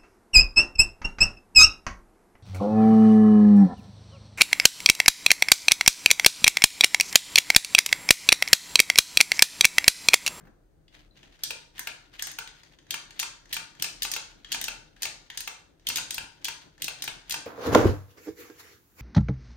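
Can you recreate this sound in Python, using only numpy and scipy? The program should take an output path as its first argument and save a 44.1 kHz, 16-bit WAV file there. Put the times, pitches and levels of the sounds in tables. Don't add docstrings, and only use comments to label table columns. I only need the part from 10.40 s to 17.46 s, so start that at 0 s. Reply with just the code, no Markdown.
import sys
import numpy as np
from scipy import signal
from scipy.fft import rfft, irfft, next_fast_len
from scipy.io import wavfile

SR = 44100
rng = np.random.default_rng(int(sys.argv[2]) if len(sys.argv) > 2 else 0)


def inscribe(sig):
    pcm = np.round(np.clip(np.atleast_2d(sig).T, -1, 1) * 32767)
    wavfile.write(sys.argv[1], SR, pcm.astype(np.int16))


N = 311346

# start of the slide and drop in seconds, effort on the crank in dB.
NEEDLES = [(1.035, 1.1044, -4), (1.372, 1.4706, -0.5), (1.793, 1.9852, -12.5), (2.508, 2.5397, -1),
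           (2.766, 2.8277, -3), (3.111, 3.165, 0), (3.409, 3.4415, 6.5), (3.612, 3.648, -6),
           (3.71, 3.762, -4.5), (4.11, 4.1436, 0), (4.188, 4.2807, 2), (4.61, 4.652, -8),
           (4.949, 5.0743, -16), (5.464, 5.4984, 3), (5.543, 5.5814, 6.5), (5.715, 5.779, -1),
           (6.025, 6.0816, -0.5), (6.415, 6.4797, 3), (6.59, 6.676, 2), (6.88, 6.94, 4.5)]
# frequency in Hz, level in dB, t60 in seconds.
HOUSING_MODES = [(473, -25, 0.031), (748, -17, 0.019), (908, -11.5, 0.028), (1060, -23.5, 0.02),
                 (1213, -14, 0.017), (1436, -0.5, 0.014), (1571, -1.5, 0.012), (1698, -6, .015),
                 (2150, -5.5, 0.02), (2415, -1, 0.02), (2627, -1.5, 0.017), (2693, 4.5, 0.017),
                 (3122, -1.5, 0.017), (4240, -16.5, 0.021)]
# frequency in Hz, left-right correlation.
DIFFUSE_LIKENESS = [(40, 0.83), (130, 0.86), (290, 0.39), (640, 0), (3000, 0.17), (15000, 0)]


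def clicks():
    # time in seconds, strength in dB, ring near 3.2 kHz in dB.
    contacts = [(.4804, -36, 15.5), (.7716, -31, 1), (.8295, -26.5, 11), (.9238, -37, 4), (1.0356, 5, 0),
                (1.3802, -18, 11), (1.393, -4.5, 0), (1.7938, -12.5, 15), (1.8228, 4, -11),
                (1.8702, -7.5, -1), (1.9152, -11, -4), (2.0748, -16, 11), (2.2335, -22, -2),
                (2.3871, -27.5, 6), (2.5069, 1, 8), (2.7067, -18, 6), (2.7928, -1, 6.5), (2.7977, 6, -4.5),
                (3.0925, -25, -15), (3.1278, 0.5, 6.5), (3.1328, -4, 9), (3.1419, -3, -11),
                (3.3976, -15, 10), (3.4231, 6.5, -0.5), (3.6209, 2.5, 7.5), (3.6301, 3.5, -18),
                (3.7158, 4, -9), (3.737, 2.5, 2), (4.0463, -20, 10), (4.1188, 3, 3.5), (4.1258, 3, 2),
                (4.2134, -.5, 2), (4.2406, 2, 1), (4.6211, 1.5, -2), (4.6309, 4, -2), (4.901, -14.5, 13),
                (4.9741, 0, 3), (5.0054, -4, -2), (5.4687, 1, 10), (5.4876, 5.5, -4), (5.5585, 6, 0),
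                (5.5704, 2.5, -1), (5.707, 0.5, 2), (5.7436, -2, -3), (6.0449, 3, -4), (6.0528, -0.5, 4.5),
                (6.4202, -1, 7.5), (6.443, 1, -2), (6.6219, 0.5, 3.5), (6.6398, -5.5, -8), (6.8959, -4, -2),
                (6.9079, 2.5, 2.5), (6.9221, 2.5, -5)]
    # frequency in Hz, level in dB.
    steel_spectrum = [(100, -21), (300, -18), (550, -24.5), (850, -12.5), (1200, -19.5), (1800, -5),
                      (2400, -4), (3150, 0), (3700, -.5), (6300, 0), (9000, -3), (11800, 0.5),
                      (15500, -13.5)]
    # strength, body near 1.7 kHz, edge from 11 kHz up, all in dB.
    touch = [(-25, 12.5, -15), (-5, 9, 6.5), (-2.5, -1, 2.5), (0, -0.5, 0)]
    strengths, bodies, edges = np.transpose(touch)
    body_per_ring, scatter_db = 0.12, 2.4
    t = clock(size=1536)
    for s, db, ring_db in [*contacts, *latch_ticks()]:
        body_db = np.interp(db, strengths, bodies) + body_per_ring * ring_db
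        body_db += scatter_db * rng.standard_normal()
        edge_db = np.interp(db, strengths, edges) + scatter_db * rng.standard_normal()
        pitches = np.geomspace(3000, 14000, num=10) * np.exp(.09 * rng.standard_normal(10))
        needle = ring([(hz, 0, .028) for hz in pitches], t, attack=0.00013, vary_db=0.5, spread=0.86)
        strike = unit_energy(chatter(t, attack=0.001, t60=.024) + amp(-12) * needle)
        own_colour = [(500, body_db / 2), (1000, body_db), (1700, body_db), (3200, ring_db),
                      (5000, 0.009), (7000, 0.0071), (11000, edge_db)]
        click = coloured(strike, lambda hz: along(steel_spectrum, hz) + along(own_colour, hz))
        yield s - .0005, amp(db) * click


def latch_ticks(max_lead_s=0.068, db=-30, scatter_db=4):
    draws = rng.random((len(NEEDLES), 2))
    return [(start - max_lead_s * early, db - scatter_db * (2 * softness - 1), 0)
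            for (start, _, _), (early, softness) in zip(NEEDLES, draws)]


def knocks():
    # frequency in Hz, level in dB.
    rattle_spectrum = [(150, -11), (350, -10), (700, -6), (950, -0.5), (1400, 0.5), (2000, -2), (2600, 4.5),
                       (4200, 3), (6500, -1), (8500, -2), (11000, -1.5), (15500, -8)]
    t = clock(size=2048)
    for _, drop, _ in NEEDLES:
        rattle = coloured(chatter(t, attack=0.0021, t60=.027), lambda hz: along(rattle_spectrum, hz))
        housing = ring(HOUSING_MODES, t, attack=0.0035, vary_db=0.5, spread=0.45)
        yield drop, amp(-7) * housing + amp(-4) * rattle


def hand_bumps():
    # time in seconds, strength in dB.
    bumps = [(0.004, -27), (0.034, -33), (0.05, -26.5), (0.068, -26.5), (0.555, -32), (0.605, -35),
             (0.829, -32)]
    # frequency in Hz, gain in dB.
    soft_spectrum = [(60, 6), (180, 16.5), (550, 5.5), (1000, 2.5), (1700, 3.5), (2800, -8.5), (8000, -17)]
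    t = clock(size=4096)
    for s, db in bumps:
        housing = ring(HOUSING_MODES, t, attack=0.0018, vary_db=7.5, spread=1.0)
        thud = amp(-15) * housing + chatter(t, attack=0.0042, t60=0.055)
        yield s, amp(db) * coloured(thud, lambda hz: along(soft_spectrum, hz))


def latch_pings():
    # time in seconds, pitch in Hz, strength in dB.
    pings = [(0.4804, 4830, -42), (0.7095, 4040, -38), (4.0463, 3230, -18), (4.901, 3270, -24)]
    t = clock(size=2048)
    for s, hz, db in pings:
        yield s, amp(db) * ring([(hz, 0, .03)], t, attack=.0005, vary_db=1, spread=0.44)


def machine_blows(spot_count=5, right_lag_s=.000068, echo_trim_db=-0.66):
    spots = np.zeros((spot_count, 2, N))
    for k, (s, sound) in enumerate([*clicks(), *knocks(), *hand_bumps(), *latch_pings()]):
        add(spots[k % spot_count], s, sound)
    shared_echoes = noise(DIFFUSE_LIKENESS, np.ones_like, size=20000)
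    port_phase = lambda hz: np.exp(np.outer([1j, -1j], np.pi * hz * right_lag_s))
    direct = filtered(spots.sum(axis=0), port_phase)
    return direct + amp(echo_trim_db) * sum(room(spot, shared_echoes) for spot in spots)


def gears(idle_db=-67.5, loaded_db=-61, lead_s=0.0067):
    # frequency in Hz, level in dB.
    gear_spectrum = [(40, -19), (90, -12), (135, 0.5), (205, -6.5), (250, -7.5), (300, 0), (420, -11.5),
                     (700, -12), (1500, -30.5), (4000, -67)]
    power = amp(idle_db) ** 2
    for start, drop, effort_db in NEEDLES:
        power += stroke_power(start - lead_s, drop, loaded_db + effort_db, fall_db_per_s=44.5)
    return np.sqrt(power) * unit(diffuse_noise(gear_spectrum) * amp(3.4 * wobble(22)))


def scraping(catch_db=4, grain_db=3.5):
    # start and end in seconds, level in dB.
    drags = [(0.545, 0.602, -61.5), (0.77, 1.026, -62), (1.74, 1.96, -53.5), (2.08, 2.326, -62),
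             (4.563, 4.61, -63)]
    # frequency in Hz, level in dB.
    slide_spectrum = [(300, -14), (700, 1), (1100, -2), (1700, 4.5), (3500, 4.5), (6500, -6), (9500, -13.5),
                      (12000, -13.5), (15500, -22.5)]
    power = sum(stroke_power(start, end, db) for start, end, db in drags)
    for start, _, _ in NEEDLES:
        power += stroke_power(start, start, db=-66.5, rise_db_per_s=172)
        power += stroke_power(start, start, db=-51.5, fall_db_per_s=61)
    friction = diffuse_noise(slide_spectrum)
    roughness = amp(catch_db * wobble(45) + grain_db * wobble(400))
    return np.sqrt(power) * unit(friction * roughness)


def room(sound, shared_echoes):
    # frequency in Hz, t60 in seconds.
    decay_times = [(150, 0.4), (530, .5), (1400, 0.51), (2600, 0.35), (3700, 0.4546), (7000, 0.3836),
                   (10000, 0.29), (15000, 0.23)]
    # frequency in Hz, level in dB.
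    wall_spectrum = [(150, 7), (500, 6.5), (880, 2.3), (1400, 2.1), (1900, 1), (2700, -2.5), (5000, 1),
                     (8500, 1), (10000, -6.5), (12000, -11), (15500, -9.5)]
    size = shared_echoes.shape[1]
    echoes = unit(shared_echoes + 1.8 * noise(DIFFUSE_LIKENESS, np.ones_like, size=size))
    hz, when, spectra = signal.stft(echoes, SR, nperseg=256)
    t60 = along(decay_times, hz)[:, None]
    equal_energy = np.sqrt(2 * np.log(1000) / (t60 * SR))
    gain = amp(along(wall_spectrum, hz)[:, None] - 60 * when / t60) * equal_energy
    tail = signal.istft(spectra * gain, SR, nperseg=256)[1][:, :size]
    tail *= onset(clock(size), attack=0.0025)
    return signal.oaconvolve(sound, tail, axes=1)[:, :N]


def room_tone():
    # frequency in Hz, level in dB.
    air_spectrum = [(15, -36), (25, -14.5), (36, 3.5), (70, -3.5), (110, -5.5), (220, -14.5), (330, -10.5),
                    (550, -15), (1000, -30), (1500, -24.5), (2500, -34.5), (6000, -35.5), (9000, -35.5),
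                    (15000, -40)]
    # time in seconds, level in dB.
    rumble_levels = [(0, -61.5), (1, -68.5), (2.4, -68), (4, -60), (5.3, -72.5), (5.998, -70),
                     (7.06, -65.5)]
    swell = amp(np.interp(clock(N), *np.transpose(rumble_levels)))
    rumble = swell * narrow_noise(centre_hz=35.5, half_width_hz=3)
    air = amp(-65.5) * diffuse_noise(air_spectrum)
    hum = amp(-75) * narrow_noise(centre_hz=156, half_width_hz=1.8)
    return air + rumble + hum


def ring(modes, t, attack, vary_db, spread):
    hz, db, t60 = np.transpose(modes)
    phase = rng.uniform(0, 2 * np.pi, len(hz)) + spread * rng.standard_normal((2, len(hz)))
    weights = amp(db + vary_db * rng.standard_normal(len(hz))) * np.exp(1j * phase)
    waves = weights @ np.exp(np.outer(2j * np.pi * hz - np.log(1000) / t60, t))
    return unit_energy(waves.real * onset(t, attack))


def chatter(t, attack, t60):
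    # frequency in Hz, left-right correlation.
    direct_likeness = [(200, 1), (1000, .7), (2500, 0.92), (5000, 0.046), (8500, 0.2), (12500, 0.74),
                       (15500, 0.73)]
    hiss = noise(direct_likeness, np.ones_like, size=len(t))
    return unit_energy(hiss * onset(t, attack) * amp(-60 * t / t60))


def stroke_power(start, end, db, rise_db_per_s=699, fall_db_per_s=137):
    t = clock(N)
    level = db - rise_db_per_s * np.maximum(start - t, 0) - fall_db_per_s * np.maximum(t - end, 0)
    return amp(np.maximum(level, -160)) ** 2


def noise(likeness, gain_of_hz, size):
    m = next_fast_len(size, True)
    hz = np.fft.rfftfreq(m, 1 / SR)
    correlation = np.clip(along(likeness, hz), -1, 1)
    white = rng.standard_normal((2, len(hz), 2)).view(complex)[..., 0]
    mid, side = white * np.sqrt([1 + correlation, 1 - correlation])
    return unit(irfft(np.array([mid + side, mid - side]) * gain_of_hz(hz), m)[:, :size])


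def diffuse_noise(spectrum):
    return noise(DIFFUSE_LIKENESS, lambda hz: amp(along(spectrum, hz)), size=N)


def narrow_noise(centre_hz, half_width_hz):
    return noise(DIFFUSE_LIKENESS, lambda hz: 1 / (1 + ((hz - centre_hz) / half_width_hz) ** 2), size=N)


def amp(db):
    return 10 ** (np.asarray(db) / 20)


def unit(x):
    return x / np.sqrt(np.mean(x ** 2) + 1e-20)


def unit_energy(x):
    return unit(x) / np.sqrt(x.shape[-1])


def along(points, hz):
    freqs, values = np.transpose(points)
    return np.interp(np.log(hz + 1), np.log(freqs + 1), values)


def onset(t, attack):
    return 1 - np.exp(-(t / attack) ** 2)


def wobble(rate):
    knots = rng.standard_normal(int(N * rate / SR) + 4)
    return np.interp(np.arange(N) * rate / SR, np.arange(len(knots)), knots)


def filtered(x, response):
    n = x.shape[-1]
    m = next_fast_len(n + n // 10)
    return irfft(rfft(x, m) * response(np.fft.rfftfreq(m, 1 / SR)), m)[..., :n]


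def coloured(x, db_of):
    n = x.shape[-1]
    cepstrum = irfft(np.log(amp(db_of(np.fft.rfftfreq(n, 1 / SR)))), n)
    cepstrum[1:n // 2] *= 2
    cepstrum[n // 2 + 1:] = 0
    return irfft(rfft(x) * np.exp(rfft(cepstrum)), n)


def clock(size):
    return np.arange(size) / SR


def add(track, s, sound):
    start = max(round(s * SR), 0)
    part = track[:, start:start + sound.shape[1]]
    part += sound[:, :part.shape[1]]


def scene():
    # frequency in Hz, left minus right in dB.
    balance = [(100, 2.3), (1000, 2.2), (6000, 2.6), (9000, 0), (15000, -.6)]
    sound = machine_blows() + gears() + scraping() + room_tone()
    return filtered(sound, lambda hz: amp(np.outer([1, -1], along(balance, hz)) / 2))


def record(dry):
    # centre in Hz, half width in Hz, gain in dB.
    dips = [(5360, 154, -6.5), (7590, 340, -7), (10930, 850, -13.5)]
    top_hz = 15900
    dips_db = lambda hz: sum(db * np.exp(-((hz - centre) / width) ** 2) for centre, width, db in dips)
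    return filtered(dry, lambda hz: amp(dips_db(hz)) / (1 + (hz / top_hz) ** 120))


dry = scene()
out = record(dry)
inscribe(out)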